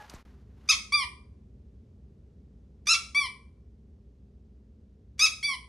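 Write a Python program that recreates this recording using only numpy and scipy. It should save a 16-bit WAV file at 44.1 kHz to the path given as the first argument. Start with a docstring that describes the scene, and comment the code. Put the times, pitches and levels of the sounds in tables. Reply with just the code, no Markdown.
"""A furnished living room, with a handheld phone close to a rubber toy that is squeezed three times.
Its reed gives a bright, rough squeak as the air is pushed out and a lower, purer one as the rubber
refills; floor and furniture throw both back. At the start there is a faint short whine, some handling
noise and a brief dip in level. An appliance hum and a low rumble fill the room."""
import sys
import numpy as np
from scipy import signal
from scipy.fft import rfft, irfft
from scipy.io import wavfile

SR = 44100
rng = np.random.default_rng(int(sys.argv[2]) if len(sys.argv) > 2 else 0)


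def dump_mix(stems):
    """Bounce the given channels to the path in sys.argv[1] as a 16-bit WAV at rate SR."""
    frames = np.atleast_2d(stems).T  # one column per channel
    limited = np.clip(frames, -1, 1)  # hard clip at full scale
    pcm = np.round(limited * 32767).astype(np.int16)
    wavfile.write(sys.argv[1], SR, pcm)


N = 250560
TIME = np.arange(N) / SR

# The faint whine. Each row: time in seconds, pitch in Hz, level in dB.
WHINE_PATH = [(0, 880, -41), (0.012, 830, -34.5), (.03, 836, -48), (0.046, 847, -40), (.065, 830, -60)]
# Handling rustle: rubbing at the start, then a hand gripping the rubber toy just before the first
# squeeze. Each row: time in seconds, level in dB.
RUSTLE_LEVEL = [(0, -42), (.07, -49), (.14, -43), (.22, -52), (.26, -61), (.48, -75), (.67, -60),
                (.72, -130)]
# Its spectrum. Each row: frequency in Hz, relative level in dB.
RUSTLE_SPECTRUM = [(100, -4.5), (400, 0), (1000, 4), (2000, -1.5), (3200, -7), (6200, -12.5), (8000, -20.5),
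                   (13000, -21), (15000, -47)]
# Handling clicks. Each row: start in seconds, level in dB, centre in Hz, half-width in octaves,
# decay in seconds.
CLICKS = [(.0975, -31.5, 5400, 0.3, .0016), (.0995, -33.5, 4400, 0.3, 0.002),
          (.098, -38, 1900, 2.55, 0.007), (.138, -39.5, 1100, 4.4, 0.003), (.1465, -44.5, 5800, 0.58, 0.01)]
# Room rumble. Each row: frequency in Hz, relative level in dB.
RUMBLE_SPECTRUM = [(15, -35), (30, -24), (45, -13.5), (66, -2.5), (100, -8.5), (170, -15), (230, -14.5),
                   (320, -25), (400, -22.5), (620, -36.5), (900, -45), (1600, -51.5), (6000, -57),
                   (11000, -69), (15000, -79)]
# Appliance hum. Each row: frequency in Hz, level in dB.
HUM_LINES = [(59.5, -52), (74, -56.5), (147, -69.5), (198, -63.5), (221, -67.5), (394, -72), (420, -75)]
# Rumble and hum slowly ease. Each row: time in seconds, gain in dB.
BACKGROUND_GAIN = [(0, 1), (1, 0.25), (2.6, 0), (4, -1.06), (5, -1.5), (5.68, -2)]
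# Everything dips briefly. Each row: time in seconds, gain in dB.
LEVEL_DIP = [(.227, -10), (.231, -26), (.248, -30), (.252, -5)]
# Air rushing through the reed slit. Each row: frequency in Hz, relative level in dB.
SLIT_SPECTRUM = [(400, -39.5), (650, -15), (900, -29), (1300, -13.5), (1800, -9.5), (2500, -5.5),
                 (3000, -13.5), (3700, -15), (5800, -6), (6700, -9), (7450, -26.5), (8200, -19),
                 (10500, -25.5), (12200, -25), (13500, -57)]
# Air pushed out. Each row: start, wait, rise, collapse time and length in seconds, opening and top
# pitch in Hz, then level, fundamental lift, overtone lift and whistle lift in dB.
SQUEEZE_STROKES = [(0.6868, .0055, 0.0057, 0.019, .060, 1195, 1304, -13, -3, -1, 0.5),
                   (2.868, 0.013, .015, 0.059, .100, 1179, 1362, -15, -1, 0, 2.5),
                   (5.191, 0.01, 0.016, .062, .090, 1159, 1293, -15.5, -5.5, -0.5, 2.5)]
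# Air drawn back in. Each row: start, rise and fall in seconds, opening, top and end pitch in Hz, level,
# fundamental lift and its early cut in dB, cut length in seconds, octave ring in dB, ring length in
# seconds, whistle lift in dB.
REFILL_STROKES = [(0.921, .030, .105, 1103, 1194, 939, -19.5, 8, -0.8, 0.032, 9, .049, 16.5),
                  (3.146, 0.038, .098, 1102, 1168, 957, -22, 8, -5.5, 0.055, 12.5, 0.055, 9),
                  (5.427, .030, .107, 1067, 1164, 976, -22.5, 7, -24, 0.061, 4.5, 0.093, 13.5)]
# The squeaker's colour, blowing out and drawing in. Each row: frequency in Hz, gain in dB.
SQUEEZE_RESPONSE = [(1200, -9), (2500, -0.5), (3750, -4), (5100, 0), (6400, -1), (6900, -10.5), (7450, -26),
                    (8100, -15.5), (9200, -19), (10600, -18.5), (11800, -27), (13500, -69)]
REFILL_RESPONSE = [(1100, -13.5), (2300, -3), (3400, -8), (4400, -11.5), (4750, -9), (5700, -12.5),
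                   (6400, -41.5), (7300, -40), (7850, -24), (8350, -33.5), (9000, -18.5), (10300, -21.5),
                   (11800, -45.5), (14000, -46)]
# Nearby floor and furniture. Each row: delay in seconds, relative left gain, relative right gain.
NEAR_REFLECTIONS = [(.0031, 0.16, 0.024), (.0068, -0.099, -0.23), (.0093, .13, 0.05), (0.0128, 0.17, .1),
                    (0.015, .05, 0.13), (0.02, .12, -.04), (0.0231, -0.12, -0.02), (.031, 0.026, 0.28)]
# Room decay. Each row: frequency in Hz, base time to fall 60 dB in seconds.
ROOM_DECAY = [(300, 0.95), (1100, 0.29), (2400, 0.32), (5000, 0.3), (8000, 0.36), (13000, 0.24)]
# Colour of what the room returns to the microphone. Each row: frequency in Hz, relative gain in dB.
ECHO_SPECTRUM = [(1200, 3.5), (6500, -4), (8500, 3), (11000, 2), (13000, -2.5)]
# The squeaks lean a little to either side. Each row: time in seconds, left minus right in dB.
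TOY_LEAN = [(1, 0), (2.9, -1.5), (3.2, 2.5), (5.23, 0.9), (5.5, -0.5)]
# Stereo width, narrow at first. Each row: time in seconds, share of the side signal.
STEREO_WIDTH = [(0, 0.11), (.8, 0.84), (.95, 0.98), (2.8, 0.61)]


def gain_of(db):
    """Decibels to amplitude."""
    return 10 ** (np.asarray(db) / 20)


def unit_rms(x):
    """Scales to rms 1."""
    return x / np.sqrt(np.mean(x ** 2) + 1e-20)


def at_hz(points, hz):
    """Reads a curve on a log-frequency axis."""
    f, value = np.transpose(points)
    return np.interp(np.log(hz + 1), np.log(f + 1), value)


def fader(curve):
    """Gain over the whole scene from rows of seconds and dB."""
    return gain_of(np.interp(TIME, *np.transpose(curve)))


def add(mix, start_s, sound):
    """Mixes a sound in at the given time."""
    part = mix[max(round(start_s * SR), 0):][:len(sound)]
    part += sound[:len(part)]


def noise(spectrum):
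    """Noise of rms 1 with the given spectrum."""
    hz = np.fft.rfftfreq(N, 1 / SR)
    return unit_rms(irfft(rfft(rng.standard_normal(N)) * gain_of(at_hz(spectrum, hz)), N))


def wander(rate_hz):
    """Random drift of rms 1, mostly slower than the rate."""
    hz = np.fft.rfftfreq(N, 1 / SR)
    return unit_rms(irfft(rfft(rng.standard_normal(N)) * np.exp(-(hz / rate_hz) ** 2), N))


def whine():
    """A thin, faint tone with its octave."""
    times, hz, db = np.transpose(WHINE_PATH)
    phase = 2 * np.pi * np.cumsum(np.interp(TIME, times, hz)) / SR
    tone = np.sin(phase) + gain_of(-3.5) * np.sin(2 * phase)
    return gain_of(np.interp(TIME, times, db)) * (TIME < times[-1]) * tone


def background():
    """Room tone: rumble and wavering appliance hum in the centre, faint diffuse noise at the sides."""
    hum = np.zeros(N)
    for hz, db in HUM_LINES:
        cycles = np.cumsum(hz + 0.6 * wander(2)) / SR + rng.random()
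        hum += gain_of(db) * np.sqrt(2) * np.sin(2 * np.pi * cycles)
    diffuse = gain_of(-71) * noise([(60, -27.5), (180, -21.5), (300, -10.5), (480, -3.5),
                                    (800, -18.5), (5000, -35), (12000, -51.5)])
    rumble = gain_of(-49.5) * noise(RUMBLE_SPECTRUM)
    return fader(BACKGROUND_GAIN) * (rumble + hum) + np.array([diffuse, -diffuse])


def handling():
    """Close handling rustle: rubbing with a few clicks and one bump, then a hand gripping the toy."""
    grain = gain_of(1.5 * wander(60))
    out = fader(RUSTLE_LEVEL) * noise(RUSTLE_SPECTRUM) * grain
    t, hz = np.arange(4096) / SR, np.fft.rfftfreq(4096, 1 / SR)
    for start, db, centre_hz, octaves, decay_s in CLICKS:
        band = 1 / (1 + (np.log2((hz + 1) / centre_hz) / octaves) ** 8)
        burst = unit_rms(irfft(rfft(rng.standard_normal(len(t))) * band))
        add(out, start, gain_of(db) * burst * np.exp(-t / decay_s))
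    add(out, 0.139, gain_of(-29.5) * bump(top_hz=1130, sag_s=0.00072, decay_s=0.025))
    return out


def bump(top_hz, sag_s, decay_s):
    """A dull bump whose pitch drops as it dies."""
    t = np.arange(SR // 10) / SR
    pitch = top_hz / (1 + t / sag_s)
    return np.sin(2 * np.pi * np.cumsum(pitch) / SR) * np.exp(-t / decay_s)


def air_puff(peak_s=0.006):
    """A puff of air passes the slit before the reed locks into its tone."""
    age = np.arange(SR // 20) / SR / peak_s
    return noise(SLIT_SPECTRUM)[:len(age)] * (age * np.exp(1 - age)) ** 2


def reed(pitch, lifts_db, response, jitter, rasp, fray, flutter_db, air_db, flutter_hz):
    """Air drives the reed: gliding harmonics, shaken by turbulence, with hiss from the slit."""
    size, blur_limit_rad = len(pitch), 2.6
    # as the pressure sags below its peak the reed loses its grip and the tone frays
    roughness = rasp + fray * (1 - pitch / np.maximum.accumulate(pitch))
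    cycles = np.cumsum(pitch * (1 + jitter * wander(flutter_hz)[:size])) / SR
    flutter, smear = wander(flutter_hz), wander(flutter_hz)
    tone = np.zeros(size)
    for k, lift_db in enumerate(lifts_db, 1):
        stretch = slice(k * size, (k + 1) * size)  # each harmonic has its own drift
        gain = gain_of(at_hz(response, k * pitch) + lift_db + flutter_db * flutter[stretch])
        # uneven closing of the reed blurs the high harmonics far more than the low ones
        blur = blur_limit_rad * np.tanh(roughness * k ** 1.8 / blur_limit_rad) * smear[stretch]
        tone += gain * np.cos(2 * np.pi * (k * cycles + rng.random()) + blur)
    # the slit lets a puff of air through once a cycle
    hiss = gain_of(air_db) * noise(SLIT_SPECTRUM)[:size] * (1 + np.cos(2 * np.pi * cycles) / 2)
    return tone + hiss


def reed_envelope(t, attack_s, release_s):
    """The reed starts to speak, holds and dies away."""
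    attack = np.sin(np.pi / 2 * np.clip(t / attack_s, 0, 1)) ** 2
    release = np.sin(np.pi / 2 * np.clip((t[-1] - t) / release_s, 0, 1))
    return attack * release


def squeeze(wait_s, rise_s, collapse_s, length_s, open_hz, top_hz,
            db, fundamental_db, overtone_db, whistle_db):
    """Pressure builds, holds and collapses; pitch and loudness follow it."""
    tube_hz, tube_width_hz, db_per_semitone = 5000, 330, 3.4
    t = np.arange(0, length_s, 1 / SR)
    built = 1 - np.exp(-(np.maximum(t - wait_s, 0) / rise_s) ** 1.4)
    spent = 1 - np.exp(-(np.maximum(t - collapse_s, 0) / 0.013) ** 1.5)
    pitch = (open_hz + (top_hz - open_hz) * built) * (1 - 0.17 * spent)
    semitones = 12 * np.log2(pitch / top_hz)
    # the fourth harmonic whistles as it crosses the resonance of the squeaker's tube
    whistling = np.exp(-((4 * pitch - tube_hz) / tube_width_hz) ** 2)
    # under full pressure the second and fourth harmonics stand out from the other overtones
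    others_db = overtone_db + 1.9 * (1 - built) + 2.3 * spent - 0.9
    lifts_db = [fundamental_db, 0, others_db, whistle_db * whistling] + [others_db] * 9
    tone = reed(pitch, lifts_db, SQUEEZE_RESPONSE, jitter=0.0025, rasp=0.042, fray=1.5,
                flutter_db=2, air_db=-25.5, flutter_hz=220)
    gain = gain_of(db - 0.5 * spent + db_per_semitone * semitones)
    return tone * gain * reed_envelope(t, attack_s=0.005, release_s=0.016)


def echoes(t60_scale, onset_s, width):
    """Sparse random echoes, each band dying at its own speed, as a stereo pair."""
    t = np.arange(SR * 3 // 4) / SR
    taps = rng.standard_normal((2, len(t))) * (rng.random((2, len(t))) < 0.15)
    taps *= np.clip(t / onset_s - 0.2, 0, 1)
    hz, times, bands = signal.stft(taps, SR, nperseg=256)
    fall_db = -60 * times / (t60_scale * at_hz(ROOM_DECAY, hz)[:, None])
    bands *= gain_of(fall_db + at_hz(ECHO_SPECTRUM, hz)[:, None])
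    mid, side = signal.istft(bands, SR, nperseg=256)[1]
    mid, side = mid / np.linalg.norm(mid), width * side / np.linalg.norm(side)
    return np.array([mid + side, mid - side])


def room(sound, near_db, scatter_db, tail_db):
    """At the microphone: direct sound, near reflections, scatter off the furniture, a longer tail."""
    response = gain_of(scatter_db) * echoes(t60_scale=0.96, onset_s=0.012, width=1)
    response += gain_of(tail_db) * echoes(t60_scale=1.407, onset_s=0.0078, width=0.74)
    response[:, 0] += 1
    for delay_s, left, right in NEAR_REFLECTIONS:
        response[:, round(delay_s * SR)] += gain_of(near_db) * np.array([left, right])
    return signal.fftconvolve(sound[None], response, axes=1)[:, :N]


def until(t, end_s, fade_s=0.007):
    """Fades smoothly from 1 to 0 around the given time."""
    return (1 - np.tanh((t - end_s) / fade_s)) / 2


def refill(rise_s, fall_s, open_hz, top_hz, end_hz,
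           db, fundamental_db, cut_db, cut_s, ring_db, ring_s, whistle_db):
    """Suction peaks early and ebbs: the octave rings first, the fourth harmonic whistles at the peak."""
    whistle_lead_s, whistle_width_s, db_per_semitone = 0.0042, 0.014, 2.5
    t = np.arange(0, rise_s + fall_s, 1 / SR)
    climb_left = np.maximum(1 - t / rise_s, 0) ** 2
    # the pitch sags faster and faster as the rubber regains its shape
    sag = (np.maximum(t - rise_s, 0) / fall_s) ** 1.5
    pitch = top_hz - (top_hz - open_hz) * climb_left - (top_hz - end_hz) * sag
    semitones = 12 * np.log2(pitch / top_hz)  # negative below the top
    low_db = fundamental_db + cut_db * until(t, cut_s) - 0.2 * semitones  # the fundamental comes late
    edge_db = 1.5 - 0.55 * semitones  # the top overtones outlast the rest
    ringing = (1 - np.exp(-t / 0.0098)) * until(t, ring_s)
    whistling = np.exp(-((t - rise_s + whistle_lead_s) / whistle_width_s) ** 2)
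    lifts_db = [low_db, ring_db * ringing, 0, whistle_db * whistling] + [edge_db] * 9
    tone = reed(pitch, lifts_db, REFILL_RESPONSE, jitter=0.0015, rasp=0.024, fray=1.6,
                flutter_db=0.4, air_db=-35, flutter_hz=131)
    gain = gain_of(db + db_per_semitone * semitones)
    return tone * gain * reed_envelope(t, attack_s=0.0029, release_s=0.026)


def rubber_toy():
    """Close to the microphone: each squeeze is rough and forced, each refill gentler and cleaner."""
    pushed, drawn = np.zeros((2, N))
    for start, *stroke in SQUEEZE_STROKES:
        add(pushed, start, squeeze(*stroke))
        add(pushed, start, gain_of(-31) * air_puff())
        add(pushed, start - 0.012, gain_of(-50) * air_puff())  # air leaks before the reed speaks
    for start, *stroke in REFILL_STROKES:
        add(drawn, start, refill(*stroke))
        add(drawn, start, gain_of(-42) * air_puff())
    squeaks = room(pushed, near_db=-2.5, scatter_db=-8.5, tail_db=-13)
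    squeaks += room(drawn, near_db=-6, scatter_db=-9.5, tail_db=-17)
    lean = np.sqrt(fader(TOY_LEAN))
    return squeaks * np.array([lean, 1 / lean])


def scene():
    """The toy up close, the whine and the handling noise, over the room tone."""
    return rubber_toy() + whine() + handling() + background()


def record(dry):
    """The phone: a stereo image that starts narrow, a brief dip in level, the top treble cut off."""
    mid = dry.mean(0)
    image = mid + (dry - mid) * np.interp(TIME, *np.transpose(STEREO_WIDTH))
    lowpass = signal.firwin(511, cutoff=14500, window=("kaiser", 9), fs=SR)
    return signal.oaconvolve(image * fader(LEVEL_DIP), lowpass[None], "same")


dry = scene()
out = record(dry)
dump_mix(out)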